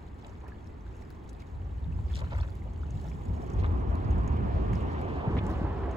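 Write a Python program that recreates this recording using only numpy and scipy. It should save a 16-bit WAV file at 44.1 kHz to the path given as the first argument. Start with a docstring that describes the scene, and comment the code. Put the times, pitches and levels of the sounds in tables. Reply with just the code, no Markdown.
"""Small waves slap, clap and fizz among rocks at the foot of a harbour seawall at night; drops fall back.
The water is built from bubble tones, ticks, short noise bursts and foam hiss, with a scattered tail.
A vehicle of shaped noise swells on a road bridge to the right and thumps over a joint.
Wind rumble buffets the microphone over the noise of a far city; the microphone turns towards the bridge."""
import sys
import numpy as np
from scipy import signal
from scipy.fft import rfft, irfft, next_fast_len
from scipy.io import wavfile
from scipy.ndimage import uniform_filter1d, map_coordinates

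SR = 44100
rng = np.random.default_rng(int(sys.argv[2]) if len(sys.argv) > 2 else 0)


def bounce(signal):
    """Save signal as a 16-bit WAV file at the path given by the first command-line argument."""
    frames = np.transpose(np.atleast_2d(signal))
    limited = np.clip(frames, -1, 1)
    pcm = np.round(limited * 32767).astype(np.int16)
    wavfile.write(sys.argv[1], SR, pcm)


N = 262836
TIME = np.arange(N) / SR
FREQS = np.maximum(np.fft.rfftfreq(N, 1 / SR), 1)

# bearings run to the right from the microphone's first heading
TURN_START_S, TURN_LENGTH_S, TURN_DEG = 4.43, 0.94, 39.8
SPRAY_BEARING_DEG, ROAD_BEARING_DEG, PORT_LAG_MS = 35, 70.6, 0.39


def from_db(db):
    """Decibels to gain."""
    return 10 ** (np.asarray(db) / 20)


def rms_one(x):
    """Scale to unit rms."""
    return x / np.sqrt(np.mean(x ** 2) + 1e-20)


def at_hz(points, hz):
    """Interpolate a table on a log-frequency axis."""
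    table_hz, value = np.transpose(points)
    return np.interp(np.log(hz), np.log(table_hz), value)


def drift(hz):
    """Slow random curve, rms 1, low-passed at hz."""
    return rms_one(irfft(rfft(rng.standard_normal(N)) / (1 + (FREQS / hz) ** 2), N))


def stereo_noise(colour, likeness):
    """Noise of the given colour, partly shared by both sides; rms 1."""
    mid, side = rfft(rng.standard_normal((2, N)))
    pair = np.sqrt(1 + likeness) * mid + np.sqrt(1 - likeness) * side * [[1], [-1]]
    return rms_one(irfft(pair * from_db(at_hz(colour, FREQS)) * (FREQS > 10), N))


def turned(s=TIME):
    """How far the microphone has turned, 0-1."""
    return np.clip((s - TURN_START_S) / TURN_LENGTH_S, 0, 1)


def lag_of(bearing_deg, s=TIME):
    """Lag of the left side in ms for a source at this bearing, as the microphone turns."""
    return PORT_LAG_MS * np.sin(np.radians(bearing_deg - TURN_DEG * turned(s)))


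def from_right(pair, lag_ms):
    """Sound from the right reaches the left side later."""
    late = np.arange(pair.shape[1]) - lag_ms * SR / 1000
    left = map_coordinates(pair[0], [late], order=3, mode="nearest")
    return np.array([left, pair[1]])


def add(out, s, sound):
    """Mix a short sound in at time s."""
    part = out[max(int(s * SR), 0):][:len(sound)]
    part += sound[:len(part)]


def placed(sound, s, bearing_deg):
    """A short sound at time s from this bearing, as a stereo track."""
    out = np.zeros((2, N))
    add(out[0], s + lag_of(bearing_deg, s) / 1000, sound)
    add(out[1], s, sound)
    return out


# Far city spectrum. Each row: frequency in Hz, relative density in dB per Hz.
CITY_COLOUR_DB = [(30, 6), (100, 4.5), (220, 2), (300, 1), (380, 0), (600, -11), (850, -6.5), (1400, -16),
                  (2000, -18.5), (3000, -30.5), (4500, -36), (8000, -65), (16000, -54.5)]
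# Left-right likeness of the city. Each row: frequency in Hz, likeness 0-1.
CITY_LIKENESS_BY_HZ = [(60, 1), (200, 0.81), (400, 0), (800, 0.05), (1500, 0.05), (5000, 1)]


def city(level_db=-49, bridge_share=0.36):
    """Far traffic arrives from all sides; part of its tyre noise comes from the bridge on the right."""
    share = bridge_share / (1 + (350 / FREQS) ** 4) / (1 + (FREQS / 1600) ** 6)
    around = rfft(stereo_noise(CITY_COLOUR_DB, at_hz(CITY_LIKENESS_BY_HZ, FREQS)))
    bridge = rfft(from_right(stereo_noise(CITY_COLOUR_DB, 1.0), lag_of(ROAD_BEARING_DEG)))
    return from_db(level_db) * irfft(np.sqrt(1 - share) * around + np.sqrt(share) * bridge, N)


RUMBLE_FLOOR_DB, GUST_ATTACK_S, GUST_RELEASE_S = -45.5, 0.01, 0.056
# Gusts on the microphone. Each row: start in seconds, hold in seconds, strength in dB.
GUST_EVENTS = [(0.83, 0.079, -44), (1.518, 0.33, -37.5), (1.819, 0.41, -31), (2.31, 0.11, -28.5),
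               (2.44, 0.8, -38), (2.79, 0.042, -37), (2.928, 0.019, -31), (3.046, .025, -41),
               (3.272, 0.035, -26.5), (3.33, 0.16, -39), (3.534, 1.25, -30.5), (3.543, 0.067, -25),
               (3.685, 0.055, -27.5), (3.854, 0.042, -27), (4.046, 0.14, -25), (4.293, 0.02, -25.5),
               (4.524, 0.023, -24), (4.687, 0.046, -25.5), (4.824, 0.36, -35.5), (5.256, 0.43, -32),
               (5.513, 0.026, -30.5), (5.614, 0.031, -45), (5.756, 0.18, -33.5)]


def wind_strength():
    """Each gust rises quickly, holds and dies away, over a faint steady low rumble."""
    power = from_db(RUMBLE_FLOOR_DB) ** 2
    for start_s, hold_s, db in GUST_EVENTS:
        attack = np.clip((TIME - start_s) / GUST_ATTACK_S, 0, 1)
        release = np.exp(-np.maximum(TIME - start_s - hold_s, 0) / GUST_RELEASE_S)
        power = power + (from_db(db) * attack * release) ** 2
    return np.sqrt(power)


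# Wind spectrum. Each row: frequency in Hz (doubled for the puffs), relative density in dB per Hz.
WIND_COLOUR_DB = [(18, -32), (30, -21.5), (40, -10), (50, 5.5), (64, 4.5), (80, 6), (105, -4), (140, -14),
                  (200, -29), (400, -44.5), (3000, -110)]
# Sharp puffs. Each row: centre in seconds, half width in seconds, level in dB.
PUFF_EVENTS = [(1.66, 0.13, -49.5), (1.908, 0.061, -38), (2.25, 0.26, -45), (2.68, 0.12, -51),
               (2.94, 0.074, -41), (3.11, 0.081, -42), (3.3, 0.028, -36.5), (4.201, 0.062, -35),
               (4.439, 0.024, -29), (4.571, 0.034, -34.5), (4.73, 0.037, -29)]


def wind(likeness=0.95, steadiness=0.51, low_cut_hz=35):
    """Eddies thud on both ports together; sharp puffs bring smaller, higher eddies."""
    eddies = stereo_noise(WIND_COLOUR_DB, likeness)
    local_power = uniform_filter1d(np.mean(eddies ** 2, axis=0), size=SR // 16)
    # partly level the chance swells of the noise
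    rumble = wind_strength() * eddies / local_power ** (steadiness / 2)
    puffs = sum(from_db(db) * np.exp(-((TIME - s) / width_s) ** 2) for s, width_s, db in PUFF_EVENTS)
    buffet = puffs * stereo_noise([(2 * hz, db) for hz, db in WIND_COLOUR_DB], 0.88)
    high_pass = signal.butter(4, low_cut_hz, "high", fs=SR, output="sos")
    return signal.sosfilt(high_pass, rumble + buffet)


NEAREST_S, SPEED_M_PER_S, ROAD_DISTANCE_M = 5.19, 22.36, 33.1
# screened until it comes out on the open bridge
EMERGES_S, EMERGE_SPREAD_S, SCREEN_DB = 3.29, 0.15, -12.5


def drive_past():
    """Level in dB by distance and screening, and angle in radians to go, at a steady speed."""
    to_go_m = SPEED_M_PER_S * (NEAREST_S - TIME)
    spreading_db = 20 * np.log10(ROAD_DISTANCE_M / np.hypot(ROAD_DISTANCE_M, to_go_m))
    screened = .5 - .5 * np.tanh(.5 * (TIME - EMERGES_S) / EMERGE_SPREAD_S)
    return spreading_db + SCREEN_DB * screened, np.arctan2(to_go_m, ROAD_DISTANCE_M)


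def patchy(pair, patchy_db, patch_hz, count=12):
    """Each stretch of the spectrum swells and fades by itself; rms 1."""
    place = np.interp(np.log(FREQS), np.log([250, 4000]), [0, count - 1])
    spectrum = rfft(pair)
    bands = (irfft(spectrum * np.maximum(1 - abs(place - k), 0), N) for k in range(count))
    return rms_one(sum(band * from_db(patchy_db * drift(patch_hz)) for band in bands))


# delay at the nearest point, its growth per radian still to go, level
ECHO_MS, ECHO_MS_PER_RAD, ECHO_DB = 17, 4.14, -13


def with_echo(pair, delay_ms):
    """Sound returning from under the bridge by a slowly changing path; power is kept."""
    late = np.arange(N) - delay_ms * SR / 1000
    echo = np.array([np.interp(late, np.arange(N), side) for side in pair])
    return (pair + from_db(ECHO_DB) * echo) / np.hypot(1, from_db(ECHO_DB))


# Tyres crossing the bridge joint. Each row: start in seconds, base level in dB, pitch in Hz.
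THUMP_EVENTS = [(5.275, -23, 142), (5.306, -29, 313), (5.614, -27, 191)]
# Ringing deck spectrum. Each row: frequency in Hz, relative density in dB per Hz.
BOOM_COLOUR_DB = [(60, -3), (110, 5.5), (180, 6), (260, -5), (400, -15), (600, -23), (1000, -18),
                  (2000, -41), (5000, -78)]


def joint(boom_db=-9, boom_s=0.14, knock_db=7, knock_cycles=0.45):
    """Tyres knock on the bridge joint, and each knock makes the deck boom."""
    boom = knocks = 0
    for s, db, hz in THUMP_EVENTS:
        age = np.maximum(TIME - s, 0)
        boom = boom + from_db(db + boom_db) * (1 - np.exp(-age * hz)) * np.exp(-age / boom_s)
        swing = age * hz / knock_cycles
        pulse = 2 * swing * np.exp(-swing)
        knocks = knocks + from_db(db + knock_db) * np.sin(2 * np.pi * hz * age) * pulse
    return boom * stereo_noise(BOOM_COLOUR_DB, 0.99) + knocks


# Tyre roar spectrum. Each row: frequency in Hz, relative density in dB per Hz.
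TYRE_COLOUR_DB = [(200, 0.5), (380, 6), (500, 0.5), (590, -1), (700, 1), (820, -1.5), (980, -1.5),
                  (1170, -5.5), (1450, -13.5), (1750, -14.5), (2200, -25.5), (3500, -34), (9000, -64),
                  (16000, -71)]
# Low drone spectrum. Each row: frequency in Hz, relative density in dB per Hz.
DRONE_COLOUR_DB = [(50, -0.5), (110, 12.5), (170, 9), (250, 9.5), (310, 0), (380, 2), (520, -8),
                   (800, -43.5), (5000, -102.5)]
# Hiss of air squeezed from the tread. Each row: frequency in Hz, relative density in dB per Hz.
TREAD_COLOUR_DB = [(500, -33), (1500, 6), (2100, 4.5), (2900, 1), (3700, -7), (5000, -14), (8000, -25.5),
                   (16000, -37)]
# Left-right likeness of the road. Each row: frequency in Hz, likeness 0-1.
ROAD_LIKENESS_BY_HZ = [(100, 0.88), (250, 0.83), (600, 0.65), (1100, 0.52), (2000, 0.84), (4000, 0.19),
                       (8000, 0.34)]
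# unscreened at the nearest distance: tyres, drone at right angles, tread on its beam
TYRE_DB, DRONE_DB, TREAD_DB = -36.5, -39.5, -55.5
DRONE_AHEAD_DB = 7.5   # extra drone thrown forwards
# tread hiss is beamed a little ahead; loss at right angles to the beam
TREAD_BEAM_DEG, TREAD_BEAM_DB = 6.4, 21


def vehicle(bass_lag=1.72, bend_hz=760):
    """Tyre roar and tread hiss, each swelling and fading at random by bands, over a low drone."""
    passing_db, angle = drive_past()
    off_beam = angle - np.radians(TREAD_BEAM_DEG)
    tyre_db = TYRE_DB + passing_db
    drone_db = DRONE_DB + passing_db + DRONE_AHEAD_DB * np.sin(angle)
    tread_db = TREAD_DB + passing_db + TREAD_BEAM_DB * (np.cos(off_beam) - 1)
    alike = at_hz(ROAD_LIKENESS_BY_HZ, FREQS)
    roar = from_db(tyre_db) * patchy(stereo_noise(TYRE_COLOUR_DB, alike), patchy_db=2.0, patch_hz=14)
    hiss = from_db(tread_db) * patchy(stereo_noise(TREAD_COLOUR_DB, alike), patchy_db=2.3, patch_hz=25)
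    drone = from_db(drone_db) * stereo_noise(DRONE_COLOUR_DB, alike)
    sound = with_echo(roar + hiss + drone, ECHO_MS + ECHO_MS_PER_RAD * angle) + joint()
    # long waves bend round the microphone and lag more
    bass = irfft(rfft(sound) / (1 + (FREQS / bend_hz) ** 10), N)
    lag_ms = lag_of(ROAD_BEARING_DEG + np.degrees(angle))
    return from_right(sound - bass, lag_ms) + from_right(bass, bass_lag * lag_ms)


def bubble(hz, t60, tick_db, tick_s=0.00077, rise=0.038, attack_s=0.00042):
    """A tick as the surface breaks, then a trapped bubble whose pitch rises as it dies; height about 1."""
    t = TIME[:SR // 20]
    pitch_hz = hz * (1 + rise * np.minimum(t / t60, 1))
    tone = np.sin(2 * np.pi * np.cumsum(pitch_hz) / SR) * np.exp(-np.log(1000) * t / t60)
    radius, turn = np.exp(-2.5 * hz / SR), 2 * np.pi * hz / SR
    resonance = [1, -2 * radius * np.cos(turn), radius * radius]
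    tick = rng.standard_normal(len(t))
    for _ in range(2):      # a big bubble breaks with a dull tick
        tick = signal.lfilter([1, 0, -1], resonance, tick)
    click = from_db(tick_db) * rms_one(tick) * np.exp(-t / tick_s)
    return (tone + click) * (1 - np.exp(-t / attack_s))


TRICKLE_DB, WASH_RISE_S, WASH_DRAIN_S = -75.5, 0.2, 0.31
# Waves washing in among the rocks. Each row: crest in seconds, fizz strength in dB.
WASH_EVENTS = [(.28, -73.5), (.98, -71), (1.38, -76.5), (2.17, -66), (2.41, -69.5), (3.021, -64.5),
               (3.421, -67), (4.2, -74), (4.8, -70.5), (5.5, -69.5)]


def foam_strength():
    """Each wave whips up foam that drains away, over a constant trickle."""
    power = from_db(TRICKLE_DB) ** 2
    for crest_s, db in WASH_EVENTS:
        swell = np.exp(-np.maximum((crest_s - TIME) / WASH_RISE_S, (TIME - crest_s) / WASH_DRAIN_S))
        power = power + (from_db(db) * swell) ** 2
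    return np.sqrt(power)


# Bubble levels. Each row: frequency in Hz, relative level in dB per bubble size.
FIZZ_COLOUR_DB = [(900, -7), (1800, 3.5), (3000, 5.5), (5000, 5), (7200, 6.5), (10000, -1), (15000, -12.5)]
# Fine foam hiss spectrum. Each row: frequency in Hz, relative density in dB per Hz.
FOAM_COLOUR_DB = [(300, -31.5), (1500, -4), (3000, 2), (5500, -9), (7500, -3.5), (10000, -13.5),
                  (16000, -14.5)]
TURNED_AWAY_DB = -1   # loss once the microphone has turned from the rocks


def fizz(level_db=2.0, spread_db=3.5, cycles=42, tick_db=-5, foam_db=-2, flicker_db=2, count=2000):
    """Tiny bubbles of all sizes burst here and there among the rocks, over the hiss of foam."""
    out = np.zeros((2, N))
    for when, size, strength, place in rng.random((count, 4)):
        s, hz = when * N / SR, 1000 * 15 ** size
        db = at_hz(FIZZ_COLOUR_DB, hz) + level_db - spread_db * np.log(max(strength, .09))
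        pop = from_db(db) * bubble(hz, cycles / hz, tick_db)
        add(out[1], s, pop)
        add(out[0], s + (place - .55) / 4000, pop)
    foam = from_db(foam_db + flicker_db * drift(42)) * stereo_noise(FOAM_COLOUR_DB, 0.62)
    return (out + foam) * foam_strength() * from_db(TURNED_AWAY_DB * turned())


# Spray landing on stone. Each row: start in seconds, relative level in dB.
TICK_EVENTS = [(0.4803, -50), (1.0211, -51), (1.0364, -59), (1.1034, -43.5), (1.1104, -53), (1.3309, -48),
               (1.4012, -49), (1.4207, -50), (2.1306, -44), (2.3625, -47), (2.5037, -50), (2.5536, -43.5),
               (2.7774, -53), (2.9966, -56), (3.0145, -46), (3.9544, -44), (4.0233, -56), (4.3665, -53),
               (4.7321, -49), (5.0144, -47), (5.466, -44), (5.4974, -55)]


def spray(level_db=-2, decay_s=0.00097, low_hz=2200, high_hz=9000):
    """Flying droplets hit the stone with a dry, bright click of band-passed noise."""
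    out, t = np.zeros(N), TIME[:SR // 100]
    for s, db in TICK_EVENTS:
        add(out, s, from_db(db + level_db) * rng.standard_normal(len(t)) * np.exp(-t / decay_s))
    band = signal.butter(1, [low_hz, high_hz], "band", fs=SR, output="sos")
    return signal.sosfilt(band, out + 1e-18)


# Nearest drops. Each row: start in seconds, level in dB, pitch in Hz,
# t60 in seconds before ring_share, bearing in degrees.
DROP_EVENTS = [(.236, -41, 760, 0.049, 38), (.246, -49, 2800, 0.018, 23), (0.266, -57, 7360, 0.029, 35),
               (0.437, -40, 1010, 0.04, 30), (.440, -41, 726, 0.041, 33), (.465, -49, 1700, 0.041, 7),
               (.480, -45, 1270, .018, 7), (0.483, -33, 395, 0.036, 7), (.515, -58, 1280, .02, 7),
               (0.52, -44, 1680, 0.052, 7), (.672, -53, 5370, 0.02, 4), (0.866, -46, 1600, .025, 9),
               (0.963, -54, 1610, .02, 7), (1.022, -48, 1950, .018, 7), (1.106, -41, 1500, .014, 3),
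               (1.291, -48.5, 3860, 0.013, -4), (1.422, -42, 2180, 0.017, 78), (1.843, -48, 3620, 0.014, 9),
               (1.924, -48, 2610, 0.02, 10), (1.988, -41, 810, 0.022, 30), (2.138, -37, 3370, 0.02, 39),
               (2.177, -45, 3500, 0.014, 39), (2.194, -38, 2000, 0.016, 39), (2.323, -36, 820, 0.042, 41),
               (2.349, -35, 2050, 0.016, 25), (2.382, -50, 7550, 0.018, 36), (2.388, -37, 1170, 0.02, 39),
               (2.402, -40, 3460, 0.019, 40), (2.411, -38.5, 4300, 0.017, 40),
               (2.496, -52.5, 4600, .015, 30), (2.62, -46, 2070, .02, 11), (2.677, -54, 2900, 0.029, 12),
               (2.833, -34, 1320, 0.015, 10), (2.907, -53, 6240, 0.0089, -1),
               (3.116, -42.5, 2330, 0.023, -4), (3.254, -55, 6940, 0.0097, -4),
               (3.501, -52, 6040, 0.0084, -5), (3.534, -55.5, 6500, 0.023, 0), (3.6, -55, 4100, 0.041, 45),
               (3.643, -25, 1150, 0.025, 40), (3.896, -65, 6960, 0.03, 19), (4.046, -54, 4800, 0.025, 21),
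               (4.107, -57, 6500, 0.025, 19), (4.182, -61.5, 6940, 0.027, 22),
               (4.277, -48, 6670, 0.019, 18), (4.732, -54, 7300, 0.014, 19),
               (4.754, -49.5, 5200, 0.027, 16), (5.374, -37.5, 2200, 0.023, 26),
               (5.391, -42, 3370, 0.02, 22), (5.466, -45, 6350, 0.012, 32), (5.912, -53.5, 6440, 0.025, 41)]


def drops(tick_db=-2, tick_db_per_octave=13.0, tick_s=0.0015, ring_share=0.66, attack_cycles=1.0):
    """The nearest drops are heard one by one: large ones plop, small ones mostly tick."""
    out = np.zeros((2, N))
    for s, db, hz, t60, bearing_deg in DROP_EVENTS:
        crisp_db = tick_db + tick_db_per_octave * np.clip(np.log2(hz / 6000), -1, 0)
        plop = bubble(hz, t60 * ring_share, crisp_db, tick_s, attack_s=attack_cycles / hz)
        out += placed(from_db(db) * plop, s, bearing_deg)
    return out


# Pockets of water clapping shut against stone. 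Each row: start in seconds, level in dB over 5 ms,
# pitch in Hz, low-pass cutoff in Hz, bearing in degrees.
CLAP_EVENTS = [(0.246, -53, 2680, 4200, 31), (0.266, -61, 6800, 8500, 35), (0.294, -66, 6200, 7500, 32),
               (1.989, -51, 900, 2500, 37), (2.149, -55, 6000, 9000, 39), (2.155, -47, 3300, 9000, 41),
               (2.167, -50, 4300, 9000, 36), (2.175, -52, 3900, 8000, 36), (2.19, -50, 3900, 8000, 39),
               (2.322, -49, 900, 6000, 41), (2.329, -51, 2000, 5970, 25), (2.387, -48, 1200, 3500, 35),
               (2.433, -49, 1300, 5000, 29), (3.635, -54, 2500, 4500, 38), (3.644, -43, 1400, 4500, 46),
               (4.732, -48, 1710, 3300, 16), (5.368, -39, 895, 3900, 32), (5.3737, -44, 1900, 3700, 25),
               (5.385, -48, 2400, 4000, 21), (5.3895, -43.5, 2120, 3900, 23.4)]


def claps(attack_s=0.00033, decay_s=0.0013, width=1.16):
    """Each clap is a short, dull noise burst around one pitch, low-passed."""
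    out, t = np.zeros((2, N)), TIME[:SR // 25]
    envelope = (1 - np.exp(-t / attack_s)) * np.exp(-t / decay_s)
    for s, db, hz, cutoff_hz, bearing_deg in CLAP_EVENTS:
        hollow = signal.butter(1, [hz / width, hz * width], "band", fs=SR, output="sos")
        low_pass = signal.butter(8, cutoff_hz, fs=SR, output="sos")
        burst = signal.sosfilt(np.vstack([hollow, low_pass]), envelope * rng.standard_normal(len(t)))
        burst /= np.sqrt(np.sum(burst ** 2) / (.005 * SR))
        out += placed(from_db(db) * burst, s, bearing_deg)
    return out


# Wavelets slapping the rocks. Each row: start in seconds, length in seconds, level in dB over that length,
# bubble pitch in Hz, spread in octaves before octave_scale, bearing in degrees.
SLAP_EVENTS = [(0.169, 0.23, -66.5, 1700, 0.74, 27), (0.241, 0.057, -55.5, 735, 0.43, 38),
               (0.419, 0.11, -61.5, 1240, 0.58, 14), (0.477, 0.013, -68, 5230, 1.2, 12),
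               (1.291, 0.0061, -58, 6700, 0.12, 0), (1.39, 0.036, -62.5, 2720, 0.84, 75),
               (2.097, 0.036, -58, 1880, 0.7, 14), (2.138, 0.065, -55.5, 3900, 0.75, 36),
               (2.145, 0.16, -55.5, 1390, 0.78, 30.5), (2.209, 0.031, -45.5, 713, 0.47, 50),
               (2.24, 0.013, -64, 3000, 0.37, 43), (2.297, 0.038, -56, 2370, 0.48, 38),
               (2.315, 0.033, -43, 755, 0.64, 39), (2.347, 0.13, -51.5, 1230, 0.67, 34),
               (2.648, 0.04, -54.5, 645, 0.3, 20), (2.848, 0.05, -56.5, 387, 0.48, 29),
               (3.038, .025, -50.5, 730, 0.45, 35), (3.575, 0.041, -58, 2090, 0.8, 60),
               (3.633, 0.035, -46.5, 1320, 0.78, 49), (4.723, 0.05, -66, 4300, 1, 13),
               (5.372, 0.021, -50, 1910, 0.56, 30), (5.488, 0.04, -62, 4600, 0.99, 32)]


def slaps(spread_db=4.5, cycles=18, octave_scale=0.92, tick_db=-8, fan_deg=9, count=90):
    """A wavelet traps bubbles around one size, fanned along the rocks; births swell quickly and thin out."""
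    out = np.zeros((2, N))
    for s, length_s, db, pitch_hz, octaves, bearing_deg in SLAP_EVENTS:
        cloud = np.zeros((2, SR // 2))
        births_s = rng.triangular(0, .25, 1.2, count) * length_s
        traits = np.clip(rng.standard_normal((count, 3)), -2, 2)
        for birth_s, (size, strength, place) in zip(births_s, traits):
            hz = np.clip(pitch_hz * 2 ** (octave_scale * octaves * size), 300, 14000)
            pop = from_db(spread_db * strength) * np.sqrt(hz / pitch_hz) * bubble(hz, cycles / hz, tick_db)
            add(cloud[0], birth_s + lag_of(bearing_deg + fan_deg * place, s) / 1000, pop)
            add(cloud[1], birth_s, pop)
        cloud *= from_db(db) * np.sqrt(length_s * SR / np.sum(cloud[1] ** 2))
        add(out[0], s, cloud[0])
        add(out[1], s, cloud[1])
    return out


def rocks(pair, t60=0.048, level_db=-9):
    """Boulders and wall scatter a short tail, different on each side."""
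    t = TIME[:SR // 4]
    scatter = rng.standard_normal((2, len(t))) * np.exp(-np.log(1000) * t / t60) * (t > .002)
    scatter /= np.sqrt(np.sum(scatter ** 2, axis=1, keepdims=True))
    return pair + from_db(level_db) * signal.fftconvolve(pair, scatter, axes=1)[:, :N]


def scene():
    """Water close by among the rocks, road and city beyond, wind on top."""
    clicks = spray()
    spray_pair = from_right(np.array([clicks, clicks]), lag_of(SPRAY_BEARING_DEG))
    water = fizz() + slaps() + claps() + drops() + spray_pair
    return rocks(water) + vehicle() + city() + wind()


# Left-right tilt. Each row: frequency in Hz, left minus right in dB.
BALANCE_DB = [(150, 0.2), (400, -1), (750, -3.5), (1050, -3), (1600, 0), (2800, 2), (5000, 4), (7500, 0)]


def record(dry, merge_hz=6100, late_samples=10, cutoff_hz=15900):
    """Tilts bands left-right; above merge_hz the left is an inverted, delayed right; low-passed at cutoff_hz."""
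    before = SR // 10
    after = next_fast_len(N + SR // 5) - N - before
    padded = np.pad(dry, [(0, 0), (before, after)], mode="reflect", reflect_type="odd")
    length = padded.shape[1]
    hz = np.maximum(np.fft.rfftfreq(length, 1 / SR), 1)
    left, right = rfft(padded)
    merged = 1 / (1 + (merge_hz / hz) ** 20)
    copy = -right * np.exp(-2j * np.pi * hz * late_samples / SR)
    left = np.sqrt(1 - merged) * left + np.sqrt(merged) * copy
    tilt = from_db(at_hz(BALANCE_DB, hz) * [[.5], [-.5]])
    pair = irfft(np.array([left, right]) * tilt, length)
    low_pass = signal.ellip(10, .1, 80, cutoff_hz, fs=SR, output="sos")
    return signal.sosfilt(low_pass, pair)[:, before:][:, :N]


dry = scene()
out = record(dry)
bounce(out)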